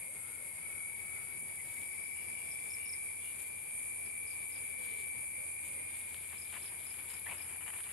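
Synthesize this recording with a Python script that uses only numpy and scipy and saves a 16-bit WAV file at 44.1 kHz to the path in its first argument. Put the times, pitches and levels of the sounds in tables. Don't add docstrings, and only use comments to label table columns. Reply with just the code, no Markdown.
import sys
import numpy as np
from scipy import signal
from scipy.fft import rfft, irfft, next_fast_len
from scipy.io import wavfile

SR = 44100
rng = np.random.default_rng(int(sys.argv[2]) if len(sys.argv) > 2 else 0)


def store_wav(level_fs):
    pcm = np.round(np.clip(np.atleast_2d(level_fs), -1, 1) * 32767)
    wavfile.write(sys.argv[1], SR, pcm.T.astype(np.int16))


N = 349568
TIME = np.arange(N) / SR
BINS = np.fft.rfftfreq(N, 1 / SR)

# frequency in Hz, relative level in dB.
SAND_SPECTRUM = [(100, -9), (450, -8), (680, -3), (900, 4.5), (1400, 2), (2050, 6.5), (2900, 4.5),
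                 (3700, -10.5), (4800, -31), (6100, -32), (7200, -1), (13500, -15)]
# frequency in Hz, relative level in dB.
STALK_SPECTRUM = [(150, -8), (500, -8), (800, -8), (1300, 0.5), (2800, 6.5), (3600, 7), (4250, 1.5),
                  (4700, -1.5), (5400, -8), (6100, -16), (7000, -20), (11000, -51)]


def amp(db):
    return 10 ** (np.asarray(db) / 20)


def unit(x):
    return x / np.sqrt(np.mean(abs(x) ** 2) + 1e-20)


def curves(rows):
    s, *columns = np.transpose(rows)
    return [np.interp(TIME, s, c) for c in columns]


def colour(rows):
    hz, *columns = np.transpose(rows)
    return [np.interp(np.log(BINS + 1), np.log(hz + 1), c) for c in columns]


def pan(lean_db):
    return amp(np.array([[.5], [-.5]]) * lean_db)


def add(mix, s, sound):
    part = mix[..., max(round(s * SR), 0):][..., :sound.shape[-1]]
    part += sound[..., :part.shape[-1]]


def drift(width_hz):
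    rate_hz = 12 * width_hz
    hz = np.fft.fftfreq(next_fast_len(int(rate_hz * N / SR) + 8), 1 / rate_hz)
    z = rng.standard_normal((2, len(hz))) + 1j * rng.standard_normal((2, len(hz)))
    z = np.fft.ifft(z / (1 + (hz / width_hz) ** 4))
    return unit(np.array([np.interp(TIME * rate_hz, np.arange(len(hz)), ear) for ear in z]))


def turn(hz):
    return np.exp(2j * np.pi * np.cumsum(hz * np.ones(N)) / SR)


def tinted(x, gain):
    return irfft(rfft(x) * gain, N)


def bed(rows, swell_db):
    # frequency in Hz, correlation between the ears.
    likeness = [(30, 0.25), (90, 0.86), (200, 0.38), (600, 0.41), (1200, 0), (15000, 0)]
    db, lean_db = colour(rows)
    same = np.clip(colour(likeness)[0], -1, 1)
    a, b = rfft(rng.standard_normal((2, N)))
    z = np.array([a, same * a + np.sqrt(1 - same ** 2) * b])
    noise = irfft(z * amp(db) * pan(lean_db), N) * np.sqrt(SR / 2)
    return noise * amp(swell_db * drift(10.2)[0].real)


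def air():
    # frequency in Hz, density in dB per Hz before the swell, left-right difference in dB.
    density = [(20, -114, 11), (44.2, -94, -2), (111, -87, 6), (209, -91.5, 5), (423, -92.5, 5.5),
               (590, -94, -2), (944, -94, 1.5), (1456, -99, 1), (2250, -91, 11), (2420, -93.5, 22),
               (2860, -101, 5.5), (3230, -101, -3.5), (4300, -106, -2.5), (4540, -100, 9.5),
               (5000, -102, -4.5), (6000, -116, 5)]
    return bed(density, swell_db=1.4)


def engine(waver=0.27, whine_hz=935, whine_db=-72.0):
    # frequency in Hz, level in dB relative to the engine's level.
    low_notes = [(76.6, -9.5), (87.2, -3.5)]
    start_db, approach_db_per_s = -66.5, 0.93
    notes = sum(amp(db) * turn(hz) * (1 + waver * drift(1.8)) for hz, db in low_notes) * pan(3.7)
    whine = turn(whine_hz) * drift(50) * amp(whine_db + 2.3 * drift(3).real)
    return (notes * amp(start_db + approach_db_per_s * TIME) + whine).real


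def far_calls():
    # start in seconds, number of calls, gap between starts in seconds,
    # length in seconds, first pitch in Hz, last pitch in Hz, level in dB, blur width in Hz.
    calls = [(0, 2, 0.367, 0.18, 556, 540, -62, 55), (0.1, 3, .45, 0.4, 1298, 1447, -62.5, 130),
             (1.299, 1, 1, 2.2, 5000, 5200, -67.5, 350), (2.1, 1, .9, .95, 3230, 3680, -68, 110),
             (2.13, 2, .18, .15, 2850, 2720, -59, 170), (2.76, 1, .2, .14, 2680, 2850, -58, 150),
             (3.17, 1, .2, .13, 3400, 3300, -63, 170), (3.21, 1, .2, .14, 2950, 2720, -56, 150),
             (4.64, 1, .6, .4, 290, 205, -64, 20), (4.68, 1, .6, .55, 565, 325, -59.5, 38),
             (5.356, 2, .345, .135, 552, 547, -61, 70)]
    out = np.zeros((2, N))
    for s, count, gap, length, first_hz, last_hz, db, blur_hz in calls:
        blur = drift(blur_hz)
        for k in range(round(count)):
            u = np.clip((TIME - s - k * gap) / length, 0, 1)
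            glide = turn(first_hz + (last_hz - first_hz) * u)
            out += amp(db) * np.sin(np.pi * u) * (blur * glide).real
    return out


def leaves(x, wet_db, t60):
    t = np.arange(SR // 2) / SR
    tail = rng.standard_normal((2, len(t))) * amp(-60 * t / t60)
    tail /= np.linalg.norm(tail[0])
    return amp(wet_db) * signal.fftconvolve(x, tail, axes=1)[:, :N]


def birds(length=0.019, fall_hz=950, near_db=-48.5, stretch=.09):
    # start in seconds, number of chips, level of the first chip in dB before
    # the direct and scattered shares, starting pitch in Hz.
    phrases = [(2.04, 1, -61, 5600), (2.507, 1, -50.5, 5780), (2.696, 2, -50, 5800),
               (2.851, 3, -50.5, 5800), (4.05, 1, -60, 5450), (4.266, 2, -55.5, 5480),
               (4.513, 2, -57.5, 5500), (6.372, 2, -56.5, 5560), (6.615, 2, -56, 5580),
               (6.858, 2, -56.5, 5560), (7.092, 2, -56.5, 5600), (7.372, 2, -56.5, 5560)]
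    gap_s, growth_db = .036, 3
    direct, scattered = np.zeros(N), np.zeros(N)
    for s, count, first_db, hz in phrases:
        for k in range(round(count)):
            t = np.arange(0, length * (1 + stretch * k), 1 / SR)
            db, fall = first_db + k * growth_db, fall_hz * rng.uniform(0.86, 1.22)
            phase = 2 * np.pi * np.cumsum(hz - fall * t / length) / SR
            chip = amp(db) * np.hanning(len(t)) * np.sin(phase)
            clear = np.clip(amp(db - near_db), 0, 1) ** 2
            add(direct, s + k * gap_s, chip * clear)
            add(scattered, s + k * gap_s, chip * (1.35 - clear))
    return direct + leaves(scattered[None], wet_db=1.5, t60=.19)


def fizz():
    # frequency in Hz, density in dB per Hz before the swell, left-right difference in dB.
    density = [(5200, -135, 9), (6470, -114, 2), (6330, -94, 2), (7090, -101, -1.5), (7380, -85.5, 3),
               (7410, -101.5, -2), (8140, -89, 2), (8900, -85.5, 1), (9300, -81.5, -1.5), (11370, -88, 1),
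               (11350, -106, -3), (13500, -108, 15.5), (14800, -104, 18)]
    return bed(density, swell_db=1.63)


def katydid(stroke_db=-4.0, scatter_db=-3.5, jitter_hz=70, uneven_db=1.5):
    # frequency in Hz, gain in dB, left-right difference in dB
    hiss_colour = [(9200, -45, 0), (10150, -11, 1.9), (10500, -4.5, 6), (10880, -4.5, 16.5),
                   (11260, -1, 8.5), (11560, -14.5, 7), (12400, -34, 7), (13100, -77, 12)]
    # time in seconds, level in dB before the stroke and scatter shares.
    loudness = [(0, -48.5), (4.4, -48), (5, -47.5), (5.75, -48.5), (6.15, -49.5), (6.5, -48), (6.8, -47),
                (7.3, -46.5), (7.93, -47.5)]
    rate_hz, stroke_s = 136.9, .0037
    top_hz, drop_hz = 11390, 1753
    cycles = np.cumsum(rate_hz + .3 * drift(3)[0].real) / SR
    number = cycles.astype(int)
    detune, size, start = rng.standard_normal((number[-1] + 1, 3))[number].T
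    u = np.minimum(cycles % 1 / rate_hz / stroke_s, 1)
    pitch_hz = top_hz + jitter_hz * detune - drop_hz * u ** 2
    whistles = (turn(pitch_hz) * np.exp(2j * np.pi * start)).real
    db, lean_db = colour(hiss_colour)
    direct = unit(tinted(whistles * np.sin(np.pi * u) * amp(uneven_db * size), pan(lean_db)))
    scatter = unit(tinted(rng.standard_normal((2, N)), amp(db) * pan(lean_db)))
    return (amp(stroke_db) * direct + amp(scatter_db) * scatter) * amp(curves(loudness)[0])


def granular(grains_per_s, hiss, lumpy_db):
    grains = rng.standard_normal((3, N)) * (hiss + (rng.random((3, N)) < grains_per_s / SR))
    return (grains[:2] + grains[2]) * amp(lumpy_db * drift(45)[0].real)


def rubbing(spectrum, grains_per_s, hiss, lumpy_db):
    return unit(tinted(granular(grains_per_s, hiss, lumpy_db), amp(colour(spectrum)[0])))


def strokes(rows):
    force = np.zeros(N)
    for s, length, db in rows:
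        add(force, s, amp(db) * signal.windows.tukey(int(length * SR), .4))
    return force


def rustle():
    # start in seconds, length in seconds,
    # level of stalks in dB, level of fine blades in dB, both before the faint constant stir and the panning.
    brushes = [(1.622, 0.27, -66, -63), (2.36, 0.48, -74, -68), (3.174, 0.27, -66, -66),
               (3.385, 0.11, -67, -61), (3.52, 0.43, -71, -67), (4.217, 0.6, -68, -69),
               (4.747, 0.34, -62.5, -63), (5.62, .14, -65, -65), (5.816, 0.66, -62.5, -66),
               (6.425, 0.3, -59.5, -64), (6.75, 0.39, -64, -70), (7.072, 0.17, -61.5, -61),
               (7.223, 0.26, -63, -72), (7.667, 0.35, -63, -72)]
    # frequency in Hz, relative level in dB.
    blade_spectrum = [(3000, -30), (6100, -18), (7000, 2), (9500, 4), (12500, 1), (14200, 0)]
    grazing_stalks_db, grazing_blades_db = -73, -87
    s, length, stalks_db, blades_db = np.transpose(brushes)
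    bend = np.hypot(strokes(zip(s, length, stalks_db)), amp(grazing_stalks_db))
    sweep = np.hypot(strokes(zip(s, length, blades_db)), amp(grazing_blades_db))
    stalks = rubbing(STALK_SPECTRUM, grains_per_s=1100, hiss=0.56, lumpy_db=3.5) * bend * pan(1)
    blades = rubbing(blade_spectrum, grains_per_s=960, hiss=0.34, lumpy_db=5.5) * sweep * pan(23.4)
    return stalks + blades


def thuds():
    # start in seconds, length in seconds, level in dB before panning.
    falls = [(1.33, 0.16, -62), (1.77, 0.11, -67), (7.25, 0.094, -68)]
    # frequency in Hz, relative level in dB.
    turf_spectrum = [(60, -23), (150, 1.5), (240, -2.5), (400, -9), (700, -20), (2000, -40)]
    turf = rubbing(turf_spectrum, grains_per_s=980, hiss=0.6, lumpy_db=5.5)
    return strokes(falls) * turf * pan(3.8)


def scuffs():
    # start in seconds, length in seconds, level in dB before panning.
    steps = [(6.3, 0.058, -57.5), (6.518, 0.069, -52), (6.68, 0.089, -62), (6.86, 0.23, -62.5),
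             (7.08, 0.11, -59), (7.255, 0.11, -57), (7.33, .11, -56.5), (7.42, 0.17, -58.5),
             (7.6, 0.047, -54.5), (7.655, .06, -50.5), (7.725, 0.05, -54), (7.775, 0.043, -56),
             (7.83, 0.18, -56)]
    sand = rubbing(SAND_SPECTRUM, grains_per_s=700, hiss=0.095, lumpy_db=1.0)
    return strokes(steps) * sand * pan(5.1)


def resonate(x, hz, width_hz):
    carrier, r = turn(hz), np.exp(-np.pi * width_hz / SR)
    shifted = signal.lfilter([1], [1, -2 * r, r * r], x / carrier)
    return unit((carrier * shifted).real)


def drag(slips_per_s=800, hiss=0.063, lumpy_db=1):
    start_s, length_s, level_db = 7.252, .092, -47.3
    first_hz, rise_hz_per_s, width_hz = 1820, 8000, 500
    hollow_hz, hollow_width_hz, hollow_db = 890, 580, -5.5
    slips = granular(slips_per_s, hiss, lumpy_db)
    hz = first_hz + rise_hz_per_s * np.clip(TIME - start_s, 0, length_s)
    rasp = resonate(slips, hz, width_hz)
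    hollow = amp(hollow_db) * resonate(slips, hollow_hz, hollow_width_hz)
    return (rasp + hollow) * strokes([(start_s, length_s, level_db)]) * pan(4)


def crack(spectrum):
    cepstrum = irfft(colour(spectrum)[0] * np.log(10) / 20, N)
    cepstrum[1:N // 2] *= 2
    cepstrum[N // 2:] = 0
    click = irfft(np.exp(rfft(cepstrum)), N)[:SR // 20]
    return click / abs(click).max()


def ticks():
    # time in seconds, peak level in dB before panning, brightness from 0 (grit) to 1 (stalk).
    snaps = [(6.145, -34, 0.84), (6.235, -43, .3), (6.248, -44, .3), (6.327, -42, 0), (6.331, -40, .2),
             (6.528, -37, .4), (6.541, -34, 0.43), (6.55, -40, .3), (6.556, -37, .2), (6.565, -39, 0),
             (6.577, -42, .1), (6.724, -44, .1), (6.942, -41, .4), (6.99, -40, .2), (7.14, -37, .2),
             (7.264, -38, 0), (7.284, -39, .1), (7.299, -39, .1), (7.312, -41, .1), (7.329, -39, .2),
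             (7.501, -43, .1), (7.561, -42, 0), (7.68, -35.5, 0.24), (7.702, -43, 0), (7.787, -43, 0),
             (7.806, -33.5, 0.25), (7.848, -48, .1)]
    out, grit, stalk = np.zeros(N), crack(SAND_SPECTRUM), crack(STALK_SPECTRUM)
    for s, db, bright in snaps:
        click = (1 - bright) * grit + bright * stalk
        add(out, s, amp(db) * click / abs(click).max())
    return out * pan(3)


def chorus(whistle_db=1, overtone_db=0.0, right_db=-15, skirt_db=-18, patchy_db=8.0, count=9):
    # time in seconds, level in dB of the whistle band before
    # whistle_db and right_db are added, level in dB of the strands.
    loudness = [(0, -48, -49.5), (1.4, -51.5, -54), (2.3, -48, -53), (3.2, -54.5, -53), (4.4, -54, -52),
                (5.4, -53, -51), (6.2, -50.5, -49.5), (7.93, -51.5, -46)]
    strand_width_hz = 16
    hz = 2222 + 13 * TIME
    low_db, high_db = curves(loudness)
    band = drift(100) + amp(skirt_db) * drift(300)
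    whistle = turn(hz) * band * amp(low_db + whistle_db) * amp([[0], [right_db]])
    strands = 0
    for ratio in np.linspace(.955, 1.035, count):
        strand = turn(4 * hz * ratio) * drift(strand_width_hz)
        strands = strands + strand * amp(patchy_db * drift(2.4).real)
    return (whistle + unit(strands) * amp(high_db + overtone_db)).real


def pips(length=.055, overtone_db=-3, rise_hz_per_s=1100, uneven_db=1.4):
    # centre of the first pip in seconds,
    # number of pips, gap in seconds, mean pitch in Hz, mean level in dB before panning.
    runs = [(.012, 2, 0.058, 2360, -58), (.232, 2, .112, 2328, -64), (.482, 5, 0.15, 2336, -59),
            (1.437, 1, .2, 2334, -58.5), (1.17, 2, .43, 2065, -60), (1.78, 4, 0.174, 2085, -59),
            (2.62, 4, 0.16, 2090, -59), (3.46, 4, .35, 2080, -61), (4.93, 3, 0.43, 2070, -61),
            (5.876, 13, 0.062, 2317, -56.5), (6.73, 6, .089, 2313, -57), (7.298, 6, .111, 2322, -57),
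            (6.24, 9, 0.058, 2391, -58), (6.783, 7, .074, 2388, -58.5), (7.305, 7, .094, 2391, -56.5)]
    out, t = np.zeros((2, N)), np.arange(0, length, 1 / SR)
    for s, count, gap, hz, db in runs:
        for k, (detune, size) in enumerate(rng.standard_normal((round(count), 2))):
            pitch_hz = hz * (1 + 0.0032 * detune) + rise_hz_per_s * (t - length / 2)
            phase = 2 * np.pi * np.cumsum(pitch_hz) / SR
            note = np.sin(phase) * pan(19.7) + amp(overtone_db) * np.sin(4 * phase)
            pip = amp(db + uneven_db * size) * np.hanning(len(t)) * note
            add(out, s + k * gap - length / 2, pip)
    return out


def singer(row, swell_db, right_db=-16, above_db=-25, below_db=-10.5, lag=2.04):
    attack_s, release_s, ripple_hz = 0.18, 0.17, 280
    flutter, scatter = .035, .3
    start, end, first_hz, rise, bend, low_db, high_db = row
    age = TIME - start
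    gate = np.clip(age / attack_s, 0, 1) * np.clip((end - TIME) / release_s, 0, 1)
    wing = turn(first_hz + rise * age + bend * age ** 2)
    ripple = turn(ripple_hz)
    whistle = wing * (1 + amp(above_db) * ripple) * (1 + flutter * drift(25)) * amp(low_db + swell_db[0])
    overtone = wing ** 4 * (1 + scatter * drift(10) + amp(below_db) * drift(9.5) / ripple)
    overtone = overtone * amp(high_db + swell_db[1])
    ears = np.exp(-1j * lag * np.array([[0], [1]]))
    return gate * (np.sqrt(ears) * whistle * amp([[0], [right_db]]) + ears * overtone * pan(-1.7)).real


def crickets(sway_db=2, sway_hz=1.2):
    # start in seconds, end in seconds, first pitch in Hz,
    # rise in Hz per second, bend of the rise in Hz per second squared, then the levels in dB of
    songs = [(.5, 6.15, 2255.4, 11.4, .14, -44, -45.2), (1.65, 6.25, 2310.8, 34.8, -3.25, -46.5, -49.6),
             (4.5, 8.2, 2160.9, 12.9, .4, -52, -53.5), (-.2, 6.3, 2166.8, 16.4, -.77, -55.5, -58),
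             (-.2, 4.85, 2203.4, 14.7, -.33, -53.5, -55), (2.3, 6.15, 2155.5, 8.4, -.5, -61, -53.5)]
    # time in seconds, whistle change in dB, overtone change in dB.
    lead_swell = [(.85, 0.5, -1.5), (2.2, -3, -3), (3.05, -2, -1), (3.3, -12, -3), (3.55, -18, -5),
                  (3.75, -4, 2), (4.3, 0, -1), (4.55, 0, -4), (5, 4, -4.5), (5.45, -0.5, -1.5),
                  (5.85, -15, -0.5)]
    # time in seconds, whistle change in dB, overtone change in dB.
    second_swell = [(1.85, 0, -2), (2.45, 3.5, -2), (3.05, 0, 4), (3.55, .5, -6), (4.2, 0, 0),
                    (4.9, -4, 0.5), (5.25, -6.5, 6.5), (5.65, -0.5, -4), (6.1, -4, 0)]
    # time in seconds, whistle change in dB, overtone change in dB.
    third_swell = [(4.7, 0, 0), (5.1, 1.5, 1.5), (5.5, -1.5, 0), (6, 2, 0), (6.3, 0, 1.5), (6.5, -7, 0),
                   (6.75, -1, 0), (7, -4, -3), (7.3, -2, -1), (7.6, -6, -3), (7.9, -6, 1)]
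    first, second, third, *others = songs
    near = singer(first, curves(lead_swell))
    near = near + singer(second, curves(second_swell), above_db=-20.5)
    near = near + singer(third, curves(third_swell))
    return near + sum(singer(row, sway_db * drift(sway_hz).real) for row in others)


def scene():
    distance = air() + engine() + far_calls() + birds()
    sand = scuffs() + drag() + ticks()
    ground = rustle() + thuds() + sand + leaves(sand, wet_db=-10.0, t60=0.14)
    insects = fizz() + katydid() + chorus() + pips() + crickets()
    return distance + ground + insects


def record(dry):
    edge_hz = 14290
    lowpass = signal.firwin(801, edge_hz, window=("kaiser", 8), fs=SR)
    return signal.oaconvolve(dry, lowpass[None], "same")


dry = scene()
out = record(dry)
store_wav(out)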